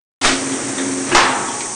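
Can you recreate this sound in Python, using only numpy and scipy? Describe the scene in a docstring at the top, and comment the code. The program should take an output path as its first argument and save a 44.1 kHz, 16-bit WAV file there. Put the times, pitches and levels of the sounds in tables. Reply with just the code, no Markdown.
"""A blast of air and a few hard knocks are heard first, as a bank of steel blades sets off.
The blades travel with the low harmonic hum of their drive and the rub of their frame, under the hiss
of leaking air. A catch clunks, then they slam into the end stop and rebound twice. The impact excites
the modes of the steel housing, which ring on while the hum dies and loose parts knock."""
import sys
import numpy as np
from scipy import signal
from scipy.fft import rfft, irfft
from scipy.io import wavfile

SR = 44100
rng = np.random.default_rng(int(sys.argv[2]) if len(sys.argv) > 2 else 0)


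def wrap_up_sound(samples):
    """Save the sound to the file named by the first command line argument, as 16-bit audio."""
    columns = np.atleast_2d(samples).T
    # keep every value between -1 and 1, then stretch to whole-number steps
    tamed = np.clip(columns, -1, 1)
    steps = np.round(tamed * 32767).astype(np.int16)
    wavfile.write(sys.argv[1], SR, steps)


N = 77175
TIME = np.arange(N) / SR

# Noise spectra: (frequency [Hz], relative spectral density [dB])
BLAST_SPECTRUM = [(15, -39), (25, -21.5), (101, -9.5), (135, -18.5), (161, -27.5), (259, 0), (519, -13.5),
                  (682, -1.5), (896, -9), (1400, -3.5), (1590, -10), (1940, -5.5), (2140, -7.5),
                  (5230, -11), (9500, -16), (12400, -49), (20900, -120)]  # air from the opening valve
HISS_SPECTRUM = [(1500, -11.5), (4000, -16.5), (5300, -7), (5600, 0), (6300, 1), (7400, -1), (8400, 3),
                 (9100, 0), (9800, -8)]  # leaking air
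RUB_SPECTRUM = [(25, -47.5), (50, -47), (78, -25), (105, -4), (140, 1), (168, -22.5), (205, 1.5),
                (270, -1.5), (330, 2), (450, -2.5), (750, -7), (1400, -8.5), (2000, -9), (2800, -15.5),
                (5000, -19.5), (9000, -21.5)]  # sliding blade frame
KNOCK_SPECTRUM = [(100, -9), (170, -4), (400, 4), (1000, -4), (2000, 10), (2800, -9.5), (3600, 2.5),
                  (5000, -15.5), (9000, -7)]  # body of a loose part's knock
TICK_SPECTRUM = [(500, -24), (2000, -1), (3500, 4.5), (5500, -2.5), (9000, -12.5)]  # its bright contact
STRIKE_SPECTRUM = [(100, -34), (600, -24), (900, -10), (1250, 3), (1700, -2), (2400, -4.5), (3500, -7),
                   (8000, -27)]  # blades setting off
CATCH_SPECTRUM = [(100, 0), (330, -16.5), (560, -13), (800, 3), (1150, -9), (1580, 8), (2200, -3),
                  (2750, 4), (3300, -11), (4000, -21), (8000, -31.5)]  # dropping catch
CRACK_SPECTRUM = [(60, -15), (400, -7), (750, 6.5), (1100, 10.5), (1800, -2), (2600, -11), (5500, -9.5),
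                  (7200, -27), (9000, -26.5)]  # contact with the end stop
CLASH_SPECTRUM = [(40, -26), (170, -24.5), (300, -12), (550, -8), (900, -1), (1300, -2), (1800, -1.5),
                  (2400, -6), (4000, -10), (7000, -8.5), (8200, -17.5), (9500, -16.5)]  # blades clashing together
# Damping of those impacts: (frequency [Hz], time to decay by 60 dB [s])
KNOCK_DECAY = [(200, 0.26), (2000, 0.14), (8000, 0.24)]
TICK_DECAY = [(2000, 0.049), (8000, .07)]
STRIKE_DECAY = [(800, .07), (3000, 0.063)]
CATCH_DECAY = [(300, 0.1), (1500, 0.2), (6000, 0.19)]
CRACK_DECAY = [(300, 0.088), (1200, 0.13), (6000, 0.29)]
CLASH_DECAY = [(200, 0.98), (900, 1), (1800, 0.66), (3500, 0.56), (6000, 0.28), (9000, 0.12)]
# Envelopes of the air and of the moving parts: (time [s], level [dB])
BLAST_ENVELOPE = [(.214, -10), (.226, -11), (.232, -7), (.242, -4.5), (.25, -.5), (.275, -.5), (.32, -5.5),
                  (.37, -13.5), (.45, -26), (.6, -55)]
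HISS_ENVELOPE = [(.214, -29.5), (.4, -26), (1.08, -26.5), (1.25, -25.5), (1.45, -27), (1.66, -25),
                 (1.75, -26.5)]
RUB_ENVELOPE = [(.214, -26), (.5, -25), (.75, -27), (.85, -26.5), (1.05, -27), (1.12, -20), (1.35, -27),
                (1.55, -28), (1.75, -34.5)]
HUM_ENVELOPE = [(.214, -29), (.26, -29), (.31, -23.5), (.39, -26.5), (.47, -25.5), (.545, -22.5),
                (.59, -37.5), (.65, -26), (.72, -27), (.765, -35), (.8, -22.5), (.88, -23.5), (1.02, -23),
                (1.085, -29), (1.15, -33), (1.3, -28.5), (1.5, -39.5), (1.75, -49)]
# Short delayed copies that colour the blast and hiss: (delay [s], gain [ratio])
AIR_COMB_TAPS = [(.0013, 0.13), (.0029, -.18), (.0047, .18), (.0071, .18)]
# Speed of the drive: (time [s], rotation rate [Hz])
DRIVE_SPEED = [(.214, 90), (.35, 89.5), (.55, 89.5), (.78, 89.5), (.88, 91), (1.02, 89), (1.13, 89),
               (1.25, 86), (1.75, 86.5)]
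# Harmonics of the drive: (order [multiple of rotation rate], relative level [dB])
DRIVE_ORDERS = [(3, 1), (4, -7.5), (5, -15), (6, -18.5)]
# Knocks of loose parts: (time [s], body [dB], tick [dB], ring frequency [Hz], ring [dB])
LOOSE_KNOCKS = [(.52, -37, -28, 3410, -34), (.781, -24, -37, 3600, -31.5), (0.796, -26.5, -36, 1950, -33.5),
                (1.347, -31, -39.5, 1100, -32), (1.41, -44, -45, 1200, -30),
                (1.478, -36, -33.5, 3230, -33.5), (1.606, -44, -23, 2180, -32.5)]
# Strikes as the blades set off: (time [s], level [dB])
START_STRIKES = [(0.247, -7.5), (0.261, -16), (0.286, -13.5)]
# Modes of the housing: (frequency [Hz], relative level [dB], time to decay by 60 dB [s])
HOUSING_MODES = [(350.7, -10.5, 1.5), (712, -9, .7), (753, -7.5, 1.6), (793, -1, 0.75), (834, -3.5, 1.84),
                 (924, -7.5, 2.2), (966, -13.5, .6), (1055, 0.5, .5), (1036, -12.5, 2), (1124, -5, 1.92),
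                 (1293, -3, 1.1), (1330, 0.5, 0.71), (1610, -7.5, .45), (1752, 1.5, 0.7)]
# The slam and its rebounds, in relative levels: (time [s], crack [dB], clash [dB], sway [dB])
END_STOP_BLOWS = [(1.148, 5, 2, 2), (1.169, -1, -6.5, -25), (1.189, -4, -5, -21.5)]


def amp(db):
    """Amplitude ratio of a level in decibels."""
    return 10 ** (np.asarray(db) / 20)


def unit_rms(x):
    """Normalisation to unit mean power."""
    return x / np.sqrt(np.mean(x ** 2) + 1e-20)


def at_frequency(points, hz):
    """Interpolation on a logarithmic frequency axis."""
    f, value = np.transpose(points)
    return np.interp(np.log(hz + 1), np.log(f), value)


def envelope(points, start_s=.2125):
    """Amplitude envelope along a level curve, silent until the machine starts."""
    return amp(np.interp(TIME, *np.transpose(points))) * np.clip((TIME - start_s) / .003, 0, 1)


def add(mix, s, sound):
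    """Superposition of a sound from time s onward."""
    part = mix[round(s * SR):][:len(sound)]
    part += sound[:len(part)]


def filtered_noise(response):
    """White noise weighted by a frequency response, rms 1."""
    gain = response(np.fft.rfftfreq(N, 1 / SR))
    return unit_rms(irfft(rfft(rng.standard_normal(N)) * gain, N))


def noise(spectrum):
    """Coloured noise with a given spectral density, rms 1."""
    return filtered_noise(lambda f: amp(at_frequency(spectrum, f)))


def noise_band(hz, half_width_hz):
    """A randomly excited resonance passes a narrow band of noise, rms 1."""
    return filtered_noise(lambda f: 1 / (1 + ((f - hz) / half_width_hz) ** 4))


def wander(hz):
    """Random modulation: noise low-passed at hz, rms 1."""
    return noise_band(0, hz)


def dense_ring(spectrum, decay, rise_s):
    """Modal overlap: many close modes merge into noise, each band decaying at its own rate."""
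    hz, t, bands = signal.stft(noise(spectrum), SR, nperseg=512)
    damping = amp(-60 * t / at_frequency(decay, hz)[:, None])
    ring = signal.istft(bands * damping, SR, nperseg=512)[1][:N]
    return ring * (1 - np.exp(-TIME / rise_s))


def sway(hz=11.2, decay_s=.034):
    """The whole machine moves as a heavily damped oscillator."""
    return np.sin(2 * np.pi * hz * TIME) * np.exp(-TIME / decay_s)


def comb_colouring(sound):
    """Interference with short delayed copies gives a fixed, faintly pitched colouring."""
    out = sound.copy()
    for delay, gain in AIR_COMB_TAPS:
        add(out, delay, gain * sound)
    return out


def escaping_air():
    """Turbulent flow makes broadband noise: a blast as the valve opens, and a lasting hiss."""
    blast = amp(-11.5 + .52 * wander(hz=200)) * envelope(BLAST_ENVELOPE) * noise(BLAST_SPECTRUM)
    hiss = amp(.5 * wander(hz=80)) * envelope(HISS_ENVELOPE) * noise(HISS_SPECTRUM)
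    return blast + hiss


def drive(speed_waver=.007, waver_db=1.8):
    """Rotation hums at harmonics of its wavering rate; friction of the sliding frame adds noise."""
    speed_hz = np.interp(TIME, *np.transpose(DRIVE_SPEED)) * (1 + speed_waver * wander(hz=26))
    turns = np.cumsum(speed_hz) / SR
    hum = np.zeros(N)
    for order, db in DRIVE_ORDERS:
        gain = amp(db + waver_db * wander(hz=35))
        hum += gain * np.sin(2 * np.pi * (order * turns + rng.random()))
    rub = envelope(RUB_ENVELOPE) * amp(.65 * wander(hz=60)) * noise(RUB_SPECTRUM)
    return unit_rms(hum) * envelope(HUM_ENVELOPE) + rub


def loose_parts(ring_t60=.29):
    """Light impacts on the frame: each gives a tick, a duller body and the part's own damped ring."""
    out = np.zeros(N)
    for s, body_db, tick_db, hz, ring_db in LOOSE_KNOCKS:
        ring = amp(ring_db - 60 * TIME / ring_t60) * noise_band(hz, half_width_hz=310)
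        tick = amp(tick_db) * dense_ring(TICK_SPECTRUM, TICK_DECAY, rise_s=.0005)
        body = amp(body_db) * dense_ring(KNOCK_SPECTRUM, KNOCK_DECAY, rise_s=.001)
        add(out, s, body + tick + ring)
    return out


def starting_jerk():
    """Impulsive excitation: the frame sets off with hard strikes and sways the machine."""
    out = np.zeros(N)
    for s, db in START_STRIKES:
        add(out, s, amp(db) * dense_ring(STRIKE_SPECTRUM, STRIKE_DECAY, rise_s=.001))
    add(out, .249, amp(-12.5) * sway())
    return out


def catch(drop_s=1.1165, note_hz=348, peak_s=.015):
    """The dropping catch excites damped modes: a clunk, with a low note that swells and dies."""
    swell = (TIME / peak_s * np.exp(1 - TIME / peak_s)) ** 2
    note = amp(-15.5) * swell * np.sin(2 * np.pi * note_hz * TIME)
    clunk = amp(-16) * dense_ring(CATCH_SPECTRUM, CATCH_DECAY, rise_s=.001)
    out = np.zeros(N)
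    add(out, drop_s, clunk + note)
    return out


def housing_ring(shake=.9):
    """Housing modes decay exponentially; rattling parts shake each and broaden its spectral line."""
    out = np.zeros(N)
    for hz, db, t60 in HOUSING_MODES:
        tone = np.sin(2 * np.pi * (hz * TIME + rng.random()))
        out += amp(db - 60 * TIME / t60) * (tone + shake * noise_band(hz, half_width_hz=14))
    return amp(-20.5) * out


def blade_ring(modes=60, low_hz=1500, high_hz=7400, t60=.46):
    """Free vibration of the blades: high modes scattered in log frequency share one decay rate."""
    place, phase, size = rng.random((modes, 3)).T
    hz = low_hz * (high_hz / low_hz) ** place
    lines = np.zeros(N // 2 + 1, complex)
    lines[(hz * N / SR).astype(int)] = size / np.sqrt(hz) * np.exp(2j * np.pi * phase)
    return unit_rms(irfft(lines, N)) * amp(-22.5 - 60 * TIME / t60)


def slam(ring_rise_s=.0047):
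    """Each impact on the stop cracks, clashes and sways the machine; the first excites the long ring."""
    out = np.zeros(N)
    ring = (housing_ring() + blade_ring()) * np.minimum(TIME / ring_rise_s, 1)
    add(out, END_STOP_BLOWS[0][0], ring)
    for s, crack_db, clash_db, sway_db in END_STOP_BLOWS:
        crack = amp(crack_db - 11) * dense_ring(CRACK_SPECTRUM, CRACK_DECAY, rise_s=.00037)
        clash = amp(clash_db - 7.5) * dense_ring(CLASH_SPECTRUM, CLASH_DECAY, rise_s=.0012)
        rattle = amp(wander(hz=117))
        add(out, s, crack + clash * rattle + amp(sway_db - 13.5) * sway())
    return out


def scene():
    """Superposition of the machine's sources, close up, over a faint noise floor."""
    air = comb_colouring(escaping_air())
    machine = air + starting_jerk() + drive() + catch() + slam() + loose_parts()
    return (machine + amp(-105) * noise(RUB_SPECTRUM))[None]


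def record(dry, threshold_db=-14.5, reduction=.23, release_db_per_s=28.5, ceiling=.86, cutoff_hz=9750):
    """Compression ducks the sound after loud blows; soft saturation and a low-pass filter follow."""
    power = signal.lfilter([1 / 400], [1, 1 / 400 - 1], dry[0] ** 2)
    power_db = 10 * np.log10(abs(power) + 1e-12)
    release = TIME * release_db_per_s
    held_db = np.maximum.accumulate(power_db + release) - release
    ducked = dry * amp(-reduction * np.maximum(held_db - threshold_db, 0))
    saturated = ducked / (1 + (ducked / ceiling) ** 6) ** (1 / 6)
    low_pass = signal.firwin(601, cutoff_hz, window=("kaiser", 8), fs=SR)
    return signal.oaconvolve(saturated, low_pass[None], "same")


dry = scene()
out = record(dry)
wrap_up_sound(out)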